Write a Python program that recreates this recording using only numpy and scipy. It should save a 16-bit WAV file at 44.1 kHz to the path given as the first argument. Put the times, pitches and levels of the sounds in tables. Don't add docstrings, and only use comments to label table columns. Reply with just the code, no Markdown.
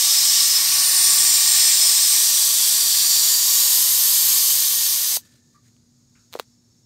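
import sys
import numpy as np
from scipy import signal
from scipy.fft import rfft, irfft, next_fast_len
from scipy.io import wavfile
from scipy.ndimage import uniform_filter1d, map_coordinates

SR = 44100
rng = np.random.default_rng(int(sys.argv[2]) if len(sys.argv) > 2 else 0)


def generate_wav(sig):
    pcm = np.round(np.clip(np.atleast_2d(sig).T, -1, 1) * 32767).astype(np.int16)
    wavfile.write(sys.argv[1], SR, pcm)


def volts_from_db(level):
    exponent = np.asarray(level, float) / 20
    return 10 ** exponent


N = 302422
SHUT_S = 5.174


def unit(x):
    return x / np.sqrt(np.mean(x ** 2) + 1e-20)


def along(points, hz):
    f, v = np.transpose(points)
    return np.interp(np.log(hz + 1), np.log(f + 1), v)


def curves(rows, t=None):
    if t is None:
        t = np.arange(N) / SR
    s, *cols = np.transpose(rows)
    return [np.interp(t, s, c) for c in cols]


def wobble(rate):
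    knots = rng.standard_normal(int(N * rate / SR) + 4)
    return map_coordinates(knots, [np.arange(N) * rate / SR])


def swell(t, middle, length):
    return np.exp(-(2 * (t - middle) / length) ** 2)


def filtered(x, response):
    m = next_fast_len(len(x) + 8192)
    return irfft(rfft(x, m) * response(np.fft.rfftfreq(m, 1 / SR)), m)[:len(x)]


def mode(f, hz, width_hz):
    return 1j * f * width_hz / (hz * hz - f * f + 1j * f * width_hz)


def noise(spectrum):
    return unit(filtered(rng.standard_normal(N), lambda f: volts_from_db(along(spectrum, f))))


def struck(blows, response):
    return filtered(blows, response) / abs(filtered(signal.unit_impulse(4096), response)).max()


def recorder_hiss():
    return volts_from_db(-82) * noise([(20, -25), (120, 3), (400, 4), (1500, -6), (4500, 1), (15000, -5)])


def motor_hum():
    t = np.arange(N) / SR
    note = unit(filtered(rng.standard_normal(N), lambda f: mode(f, hz=118.4, width_hz=18)))
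    overtone = unit(np.sin(2 * np.pi * 240 * t + 0.4 * wobble(5.5)))
    return volts_from_db(-63) * note + volts_from_db(-66 + 1.4 * wobble(12)) * overtone


# (frequency [Hz], relative level [dB])
RUMBLE_COLOUR = [(15, -87.5), (25, -59), (91, -9.5), (123, -6), (149, -11.5), (210, -10.5), (248, -10),
                 (301, -13.5), (900, -46), (1170, -87), (1980, -120)]
# (time [s], rumble level [dB], deepest bass level [dB])
BASS_LEVELS = [(0, -59, -70), (1.1, -52, -70), (1.5, -58.5, -76.5), (4, -59, -77), (5.7, -65, -83),
               (6.2, -66.5, -76.5)]


def rumble():
    rumble_db, deep_db = curves(BASS_LEVELS)
    deep_colour = [(15, -38.5), (35, -8), (55, -4.5), (90, -9.5), (200, -52)]
    deep = volts_from_db(deep_db + 2.1 * wobble(7)) * noise(deep_colour)
    return volts_from_db(rumble_db + wobble(12)) * noise(RUMBLE_COLOUR) + deep


# (frequency [Hz], relative level [dB])
LEAK_COLOUR = [(530, -52.5), (900, -24), (1900, -27), (3100, -28), (3600, -19), (4700, -13), (6100, -14),
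               (6650, -6), (7400, -15.5), (10000, -28), (13000, -28), (15500, -35)]


def leak():
    LEAK_DB, EXTRA_DB, SETTLE_S = -65, 7, .12
    since_shut = np.clip(np.arange(N) / SR - SHUT_S, 0, None)
    level_db = LEAK_DB + EXTRA_DB * np.exp(-since_shut / SETTLE_S)
    return volts_from_db(level_db + 1.3 * wobble(10)) * noise(LEAK_COLOUR)


# (frequency [Hz], relative level [dB])
RUSTLE_COLOUR = [(600, -33), (1500, -3), (3000, -8), (4000, -1), (9000, -6.5), (10500, -13), (14000, -13),
                 (15500, -17.5)]
# (middle [s], length [s], level [dB])
RUSTLE_STROKES = [(5.246, 0.092, -60), (5.347, 0.084, -61.5), (5.551, 0.041, -67.5), (5.666, 0.053, -65),
                  (6.36, 0.065, -53.5), (6.412, .04, -54)]


def rustles():
    t = np.arange(N) / SR
    floor = volts_from_db(-84)
    strokes = floor + sum(volts_from_db(db) * swell(t, s, length) for s, length, db in RUSTLE_STROKES)
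    return strokes * volts_from_db(2.4 * wobble(150)) * noise(RUSTLE_COLOUR)


def cricket():
    SONG_HZ, PULSES_PER_S = 5430, 16
    START_S, START_DB, RISE_S, GROWS_DB_PER_S = 5.85, -71, .25, 6
    t = np.arange(N) / SR
    song = np.sin(2 * np.pi * SONG_HZ * t + .5 * wobble(40)) * volts_from_db(2 * wobble(20))
    pulses = np.clip(.6 + .7 * np.sin(2 * np.pi * PULSES_PER_S * (t - 6.703)), 0, 1)
    since = t - START_S
    fade_in = np.clip(since / RISE_S, 0, 1)
    return volts_from_db(START_DB + GROWS_DB_PER_S * since) * fade_in * song * pulses


# (time [s], level before the fades [dB], frequency [Hz], width [Hz], time to die by 60 dB [s])
KNOCK_LIST = [(5.543, -51, 1180, 80, .16), (5.2, -66, 1770, 70, 1.2), (5.245, -62, 1770, 60, .1),
              (5.25, -64, 500, 150, .08), (5.34, -62, 480, 200, .12), (5.55, -68, 1800, 500, .2),
              (5.655, -68, 1850, 300, .12), (5.765, -58, 1200, 4000, .015), (6.152, -62, 1450, 450, .3),
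              (6.152, -64, 2400, 900, .22), (6.19, -68, 8000, 900, .08), (6.22, -68, 4200, 900, .05)]


def knocks():
    out, t = np.zeros(N + SR), np.arange(SR // 2) / SR
    for s, db, hz, width_hz, t60 in KNOCK_LIST:
        ring = unit(filtered(rng.standard_normal(len(t)), lambda f: mode(f, hz, width_hz) ** 2))
        onset = 1 - np.exp(-t * width_hz / .5)
        out[round(s * SR):][:len(t)] += volts_from_db(db - 60 * t / t60) * onset * ring
    return out[:N]


# (time [s], snap drive [dB], hollow peak [dB], shell peak [dB])
CLICK_LIST = [(6.3274, -23, -55, -44), (6.3332, -19, -53, -40), (6.3391, -14, -46, -34),
              (6.3533, -36, -20, -32), (6.3505, -26, -55, -50), (6.3615, -30, -33, -44),
              (6.3725, -40, -38, -55), (6.3904, -20, -44, -35), (6.3962, -26, -55, -44),
              (6.3976, -6, -22, -16)]
# (frequency [Hz], width [Hz], level [dB])
SNAP_MODES = [(2180, 740, 1), (4110, 920, 3), (6850, 2000, -5), (14400, 3100, -9)]


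def clicks():
    snaps, pushes, taps, t = np.zeros(N), np.zeros(N), np.zeros(N), np.arange(SR // 20) / SR
    splinters, scratchy_trail = volts_from_db(-12 - 60 * t / 0.0013), volts_from_db(-20.5 - 60 * t / .03)
    for s, snap_db, hollow_db, shell_db in CLICK_LIST:
        start = round(s * SR)
        crack = (splinters + scratchy_trail) * rng.standard_normal(len(t))
        snaps[start:][:len(t)] += volts_from_db(snap_db) * crack
        snaps[start] -= volts_from_db(snap_db + 7)
        pushes[start] = volts_from_db(hollow_db)
        taps[start] = -volts_from_db(shell_db)

    def snap_response(f):
        return sum((-1) ** k * volts_from_db(db) * mode(f, hz, w) for k, (hz, w, db) in enumerate(SNAP_MODES))

    bright = filtered(snaps, snap_response)
    hollow = struck(pushes, lambda f: mode(f, hz=465, width_hz=170) * mode(f, hz=550, width_hz=700))
    shell = struck(taps, lambda f: mode(f, hz=1150, width_hz=1000) ** 2)
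    return bright + hollow + shell


# (frequency [Hz], time to die by 60 dB [s])
SHED_DECAY = [(300, .1), (3000, .1), (12000, .085)]


def shed(x, count):
    out, place = np.zeros(N), np.arange(N) / N * (count - 1)
    for k in range(count):
        hz, t, z = signal.stft(rng.standard_normal(SR // 4), SR, nperseg=256)
        decay = volts_from_db(-60 * t / along(SHED_DECAY, hz)[:, None])
        tail = signal.istft(z * decay, SR, nperseg=256)[1]
        here = np.sqrt(np.clip(1 - abs(place - k), 0, 1))
        delayed = np.pad(x * here, (130, 0))
        out += signal.fftconvolve(delayed, tail / np.linalg.norm(tail))[:N]
    return out


def thud():
    blow = volts_from_db(-24) * signal.unit_impulse(N, round(5.1705 * SR))
    return struck(blow, lambda f: mode(f, hz=720, width_hz=800) ** 2)


# (time [s], hiss level [dB], roar over hiss [dB])
JET_LEVELS = [(0, -14.5, -20), (.43, -14.5, -19.5), (.76, -15.5, -17), (1.05, -14.5, -18),
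              (1.65, -14.5, -19), (2.62, -15.5, -21.5), (3.3, -16, -20), (4.43, -17, -21),
              (5.17, -21, -19.5)]
# (frequency [Hz], relative level [dB])
HISS_COLOUR = [(1470, -49), (2500, -16.5), (3530, -5), (4220, -3.5), (4620, -2.5), (5730, -1), (6150, -1.5),
               (9030, -2), (10400, -7.5), (12200, -4), (15700, -9)]
# (frequency [Hz], relative level [dB])
ROAR_COLOUR = [(160, -55.5), (280, -20), (438, -14), (842, -9), (1090, -5), (1270, -10), (1880, -3.5),
               (2640, -4.5), (3200, -1), (4160, -33), (7040, -120)]


def jet_flow():
    hiss_db, roar_db = curves(JET_LEVELS)
    roar = volts_from_db(roar_db + 0.2 * wobble(9)) * noise(ROAR_COLOUR)
    return volts_from_db(hiss_db + 0.24 * wobble(12)) * (noise(HISS_COLOUR) + roar)


def bump(f, hz, width_hz):
    return 1 / (1 + (2 * (f - hz) / width_hz) ** 2)


# (frequency [Hz], width [Hz], lift [dB])
HOSE_MODES = [(1836, 76, 6.5), (2370, 80, 3.5), (3510, 110, 0.5)]
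# (time [s], lift [dB])
WHISTLE_LIFT = [(0, 11.5), (2.05, 9.5), (2.25, -1), (3, 1), (4.2, 5.5), (5.17, 5)]


def whistle_db(f, t):
    hose = sum(db * bump(f, hz, width_hz) for hz, width_hz, db in HOSE_MODES)
    return hose + curves(WHISTLE_LIFT, t)[0] * bump(f, hz=5230, width_hz=90)


# (time [s], turn [0 = beside the valve, 1 = facing it])
MICROPHONE_TURN = [(0, 0), (.45, 0), (.65, 0), (1.05, 0.14), (1.4, 0.035), (1.95, 0.14), (2.3, 0.49),
                   (3.1, 0.39), (3.75, 0.95), (5.17, 0.9)]
# (beside [Hz], facing [Hz], width [Hz], lift beside [dB], lift facing [dB])
ANGLE_BANDS = [(429.5, 370, 300, -7, 0), (790, 530, 280, 1.6, 0.8), (1162, 1090, 78, 5.5, 8),
               (3080, 2500, 230, 0, -3.5), (4690, 4590, 380, 2.5, 4), (5860, 6000, 460, 3, 3),
               (6500, 6400, 250, -3.5, 2.5), (7170, 6900, 400, 2.5, 0.3), (8600, 7950, 430, 2, 2),
               (9730, 8900, 280, 0.5, 2), (10560, 9300, 950, -6.5, 2.5), (12150, 12300, 1300, -1, 8.5),
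               (13200, 13250, 500, -6.5, 1), (14600, 14500, 1500, 0.1, 5)]


def angle_db(f, t):
    turn, = curves(MICROPHONE_TURN, t)
    lift_db = 0
    for hz0, hz1, width_hz, db0, db1 in ANGLE_BANDS:
        centre_hz = hz0 + turn * (hz1 - hz0)
        lift_db = lift_db + (db0 + turn * (db1 - db0)) * bump(f, centre_hz, width_hz)
    return lift_db


# (middle [s], length [s], frequency [Hz], slide [Hz per s], lift [dB])
PASSING_BANDS = [(.45, 0.71, 10720, -600, -3.5), (0.648, .35, 12740, 28.5, 5),
                 (0.724, .4, 7300, 29.5, -7.5), (0.981, 0.59, 9110, -900, 10.5),
                 (1.004, .6, 3190, -500, -12), (0.994, .4, 10170, 28.5, 4), (1.701, 1.1, 8290, -300, 7),
                 (2.402, .9, 10600, -300, -4.5), (2.598, 0.89, 9390, -450, 5.5),
                 (2.601, 0.79, 13470, -300, -5.5), (3.1, 1.5, 6400, -650, -6), (3.35, 1, 7040, -100, 6.5),
                 (3.25, 0.74, 4570, 30.5, 5), (4.5, 1.3, 5650, -100, -7), (1.5, 1.1, 6500, 30, -4),
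                 (1.6, 1.1, 10100, 100, -4), (1.05, .5, 13500, 30, 4), (.3, .9, 950, 30, -4),
                 (4.6, 1.4, 10100, 30, 4), (.35, 1.1, 14300, 30, -3), (1.6, 1.3, 7300, -300, 3),
                 (2.6, .7, 7900, 30, 3), (2.5, 1.1, 14500, 100, -4), (4.6, 1.3, 3100, 30, 4),
                 (1.4, .9, 1890, 30, 4), (1.4, .9, 4400, -300, 3), (.5, .9, 3350, -100, -4),
                 (2.1, .9, 9100, 30, 3), (4.95, .6, 11400, 602, -4)]


def passing_db(f, t):
    lift_db = 0
    for s, length, hz, slide, db in PASSING_BANDS:
        width_hz = hz / 20.3
        lift_db = lift_db + db * swell(t, s, length) * bump(f, hz + slide * (t - s), width_hz)
    return lift_db


def ripple_db(shape, bins, frames):
    smooth = uniform_filter1d(rng.standard_normal(shape), bins, 0)
    return unit(uniform_filter1d(smooth, frames, 1))


def jet():
    f, t, z = signal.stft(jet_flow(), SR, nperseg=1024)
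    f = f[:, None]
    lift_db = whistle_db(f, t) + angle_db(f, t) + passing_db(f, t)
    lift_db = lift_db + 0.83 * ripple_db(z.shape, bins=3, frames=50)
    lift_db = lift_db + 0.51 * ripple_db(z.shape, bins=10, frames=6)
    air = signal.istft(z * volts_from_db(lift_db - 2), SR, nperseg=1024)[1][:N]
    valve_open = np.clip((SHUT_S - np.arange(N) / SR) / 0.0022, 0, 1)
    return air * valve_open


def scene():
    air, near = jet(), clicks()
    walls = shed(volts_from_db(-8.5) * air + volts_from_db(-28) * near, count=9)
    room_tone = motor_hum() + rumble() + leak() + rustles()
    mono = air + near + walls + thud() + knocks() + room_tone + cricket()
    side = recorder_hiss()
    return np.array([mono + side, mono - side])


def band_limit(x):
    return signal.sosfilt(signal.butter(12, 17060, fs=SR, output="sos"), x)


def record(dry):
    def edge(f):
        return np.cos(np.pi / 2 * np.clip((f - 15680) / 120, 0, 1)) ** 2

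    mix = np.array([filtered(channel, edge) for channel in dry])
    return band_limit(mix)


dry = scene()
out = record(dry)
generate_wav(out)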